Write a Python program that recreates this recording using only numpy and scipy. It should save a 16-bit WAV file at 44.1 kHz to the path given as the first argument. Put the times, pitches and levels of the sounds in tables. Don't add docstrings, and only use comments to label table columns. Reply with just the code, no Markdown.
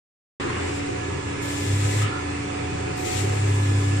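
import sys
import numpy as np
from scipy import signal
from scipy.fft import rfft, irfft
from scipy.io import wavfile
from scipy.ndimage import uniform_filter1d

SR = 44100
rng = np.random.default_rng(int(sys.argv[2]) if len(sys.argv) > 2 else 0)


def nominal_scale(level):
    x = np.asarray(level, float) / 20
    return 10 ** x


def put_to_file(sound):
    columns = np.atleast_2d(sound).T
    safe = np.clip(columns, -1, 1)
    whole_steps = np.round(safe * 32767)
    wavfile.write(sys.argv[1], SR, whole_steps.astype(np.int16))


N = 176400
HZ = np.fft.rfftfreq(2048, 1 / SR)
LEAD_S = 0.00055

# frequency [Hz], likeness [0-1].
SAME = [(30, 0.93), (150, 1), (300, 0.43), (650, 0.34), (1300, 0.18), (3000, 0.33), (7000, 0.11),
        (14000, 0.56)]
# frequency [Hz], share of LEAD_S [ratio].
LEAD = [(30, 0), (280, -1.46), (450, 1.46), (700, 1.04), (1200, 1.133), (14000, 0.927)]


def evened(x):
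    return x / np.sqrt(np.mean(x ** 2) + 1e-20)


def read(points, hz):
    f, value = np.transpose(points)
    return np.interp(np.log(hz + 1), np.log(f + 1), value)


def drift(rate_hz):
    z = rfft(rng.standard_normal(N))
    smooth = np.exp(-(np.fft.rfftfreq(N, 1 / SR) / rate_hz) ** 2)
    return evened(irfft(z * smooth, N))


def lead_phase():
    return 2 * np.pi * HZ * LEAD_S * read(LEAD, HZ)


def air(db, same, left_db, lead, patchy_db):
    a, b, c, d, patches = rng.standard_normal((N // 512 + 5, 1025, 5)).T
    patches = uniform_filter1d(patches, size=16, axis=0)
    patches = evened(uniform_filter1d(patches, size=7, axis=1))
    same = np.clip(same * np.ones(len(HZ)), 0, 1)[:, None]
    lag = np.exp(-1j * lead * np.ones(len(HZ)))[:, None]
    left = a + 1j * b
    right = same * left * lag + np.sqrt(1 - same ** 2) * (c + 1j * d)
    side = nominal_scale(left_db * np.ones(len(HZ)) / 2)[:, None]
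    z = np.array([left * side, right / side]) * nominal_scale(db[:, None] + patchy_db * patches)
    return evened(signal.istft(z, nperseg=2048, noverlap=1536)[1][:, :N])


def suction():
    # frequency [Hz], density [dB per Hz].
    bare_roar = [(20, -38), (48, -19), (95, -12), (290, -8.5), (700, -11.5), (2500, -21.5), (8800, -33),
                 (14500, -76.5)]
    # centre [Hz], width [Hz], boost [dB].
    resonances = [(105.5, 38.5, 13.5), (145, 8.4, 3.5), (329, 55, 6.5), (405.3, 54, 10), (526, 79, 4.5),
                  (658, 174, -6.5), (944, 100, 2.5), (1275, 98, 4), (1444, 150, -1.5), (2537, 1200, 9),
                  (3340, 740, -5.5), (3490, 150, 5.5), (7790, 3200, 7.5)]
    # frequency [Hz], left over right [dB].
    left_tilt = [(60, 1), (130, 1), (290, 0.5), (630, -3), (1380, -2.5), (3010, -2.5), (6590, 4),
                 (14400, -15.5)]
    db = read(bare_roar, HZ)
    for centre_hz, width_hz, boost_db in resonances:
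        db = db + boost_db / (1 + (2 * (HZ - centre_hz) / width_hz) ** 2)
    roar = air(db, read(SAME, HZ), read(left_tilt, HZ), lead_phase(), patchy_db=1.31)
    return nominal_scale(-30.5 + 0.34 * drift(1.7)) * roar


def motors(t):
    # time [s], first shaft [Hz], its level [dB],
    # level of its sixth order [dB], second motor tone [Hz], its level [dB].
    course = [(0.42, 284, -36.5, -44, 754, -44), (0.55, 282.5, -42.5, -72, 734.2, -41.5),
              (0.64, 287.8, -37, -47, 734.4, -46.5), (0.86, 284.7, -32, -58, 736, -40.5),
              (1.03, 284.6, -43.5, -46, 730, -40.5), (1.33, 284.5, -38, -46.5, 740, -57),
              (1.5, 286.2, -34.5, -42.5, 739.7, -48), (2.15, 288.5, -36, -44, 738, -41.5),
              (2.41, 287.2, -33.5, -50, 734.4, -43.5), (3.11, 285.7, -40.5, -53, 738.3, -34.5),
              (3.68, 286.2, -35.5, -42.5, 747, -46.5), (3.96, 286.8, -32, -47, 743.5, -42)]
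    # multiple of first shaft, level over sixth order [dB].
    high_orders = [(12, -8.5), (3.51, -1.5)]
    # left over right [dB], then left lag [s].
    tone_pan_db = [-0.5, -7, -7.5]
    tone_lag_s = [.0001, 0.00047, 0.00062]
    shaft, sixth, second = 0, 1, 2
    times, *columns = np.transpose(course)
    hz1, db1, db6, hz2, db2 = (np.interp(t, times, column) for column in columns)
    hz1 = hz1 * (1 + 0.0012 * drift(8.3))
    hz2 = hz2 * (1 + 0.00086 * drift(10.2))
    tones = [(hz1, db1, shaft), (6 * hz1, db6, sixth), (hz2, db2, second)]
    tones += [(6.07 * hz2, db2 - 19.5, second)]
    tones += [(multiple * hz1, db6 + over_db, sixth) for multiple, over_db in high_orders]
    tones += [(29.2 + 0 * t, -50.5, shaft)]
    out = 0
    for hz, db, place in tones:
        turn = 2 * np.pi * np.cumsum(hz) / SR
        half_pan_db = tone_pan_db[place] / 2
        left = nominal_scale(half_pan_db) * np.sin(turn - 2 * np.pi * hz * tone_lag_s[place])
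        right = nominal_scale(-half_pan_db) * np.sin(turn)
        out = out + np.sqrt(2) * nominal_scale(db + 1.25 * drift(3.9)) * np.array([left, right])
    return out


def pump(t):
    # time [s], turns per second [Hz], load released [0-1].
    course = [
        (0, 29, 0.07),
        (1.55, 29.2, 0),
        (1.701, 33, 0.97),
        (2.071, 35, 1),
        (2.129, 29, 0),
        (3.1, 28.6, 0),
        (3.22, 33.4, 0.8),
        (3.45, 33.6, 1),
        (4, 33.3, 0.97),
    ]
    # multiple of shaft, level under pressure [dB], level released [dB].
    orders = [(1, -62, -62), (2, -56, -46), (3, -37, -22), (4, -41, -35), (5, -46, -52), (6, -52, -52),
              (7, -52, -47)]
    times, shaft_hz, released = np.transpose(course)
    hz = np.interp(t, times, shaft_hz) * (1 + 0.0064 * drift(3.33))
    turn = 2 * np.pi * np.cumsum(hz) / SR
    free = np.clip(np.interp(t, times, released), 0, 1)
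    waver_db = 2.6 + (1.2 - 2.6) * free
    out = 0
    for multiple, loaded_db, free_db in orders:
        db = loaded_db + (free_db - loaded_db) * free + waver_db * drift(12)
        out = out + np.sqrt(2) * nominal_scale(db) * np.sin(multiple * turn + 2 * np.pi * rng.random())
    return out


def spray(t):
    # frequency [Hz], level [dB].
    jet = [(900, -44), (2000, 2), (3000, -3.5), (5000, -5.5), (6300, -4), (7700, 2), (10600, -15.5),
           (14500, -18)]
    # open [s], rise [s], close [s], level at start [dB],
    # level at end [dB], left over right [dB].
    pulls = [
        (1.412, 0.011, 2.026, -38.5, -33, 4.5),
        (2.96, 0.018, 8.8, -41, -41.5, 8.5),
        (0.56, 0.013, 0.786, -44.5, -43, 2.5),
        (3.04, 0.022, 3.2, -40, -36.5, 9),
    ]
    hiss = air(read(jet, HZ), 0.35, 0, 2 * np.pi * HZ * LEAD_S, patchy_db=0.9)
    hiss = hiss * nominal_scale(0.77 * drift(22))
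    out = 0
    for on, rise, off, start_db, end_db, pan_db in pulls:
        closing = np.exp(-np.maximum(t - off, 0) / 0.027)
        shape = np.clip((t - on) / rise, 0, 1) * closing
        loudness = nominal_scale(np.interp(t, [on, off], [start_db, end_db]))
        out = out + shape * loudness * nominal_scale([[pan_db / 2], [-pan_db / 2]])
    return out * hiss


def gulps(t):
    # start [s], rise [s], fall [s], level [dB], centre [Hz], width [Hz].
    rushes = [(0.353, 0.024, 0.45, -34.5, 1700, 2300), (0.382, .03, 0.3, -36.5, 1120, 340),
              (1.894, 0.14, 0.086, -32.5, 2300, 1900), (.1, .36, 0.6, -33.5, 366, 135),
              (1.95, 0.072, .1, -32.5, 1262, 85), (2.01, 0.1, 0.088, -35, 1384, 120),
              (1.85, 0.2, 0.053, -33.5, 145, 21), (2.18, 0.52, .36, -37.5, 150, 36),
              (3.01, 0.12, .11, -39.5, 4000, 4300), (1.405, .015, .3, -52.5, 12000, 6000),
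              (2.955, .015, .22, -53, 12000, 5000)]
    out = 0
    for start_s, rise, fall, db, centre_hz, width_hz in rushes:
        band = -20 * np.log10(1 + (2 * (HZ - centre_hz) / width_hz) ** 2)
        swell = np.clip((t - start_s) / rise, 0, 1) ** 2
        fade = np.exp(-(np.maximum(t - start_s - rise, 0) / fall) ** 2)
        rush = air(band, read(SAME, HZ), 0, lead_phase(), patchy_db=2.3)
        out = out + nominal_scale(db + 1.2 * drift(40)) * swell * fade * rush
    return out


def thinned_treble(x):
    # frequency [Hz], power to reach [dB].
    bar = [(9200, -95), (9800, -80), (10600, -78.5), (11500, -78), (14500, -78.5)]
    hz, _, z = signal.stft(x, SR, nperseg=2048, noverlap=1024)
    hz = hz[:1024]
    cells = (abs(z[:, :1024]) ** 2).mean(0).reshape(128, 8, -1).mean(1)
    level_db = 10 * np.log10(cells + 1e-20) + 3.2 * rng.standard_normal(cells.shape)
    hiss_db = 10 * np.log10(cells[42:46].mean(0) + 1e-20)
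    level_db -= 0.6 * (hiss_db + 60)
    bar_db = read(bar, hz) - 99 * (hz < bar[0][0])
    stays = np.repeat(level_db, 8, axis=0) > bar_db[:, None]
    stays = np.vstack([stays, stays[-1:]])
    return signal.istft(z * stays, SR, nperseg=2048, noverlap=1024)[1][:, :N]


def scene():
    t = np.arange(N) / SR
    return suction() + motors(t) + pump(t) + spray(t) + gulps(t)


def low_pass(x):
    return signal.sosfilt(signal.butter(12, 14700, fs=SR, output="sos"), x)


def record(dry):
    start_s, cut_in_s = 0.3987, 0.0012
    opened = np.clip((np.arange(N) / SR - start_s) / cut_in_s, 0, 1)
    return low_pass(thinned_treble(dry) * opened)


dry = scene()
out = record(dry)
put_to_file(out)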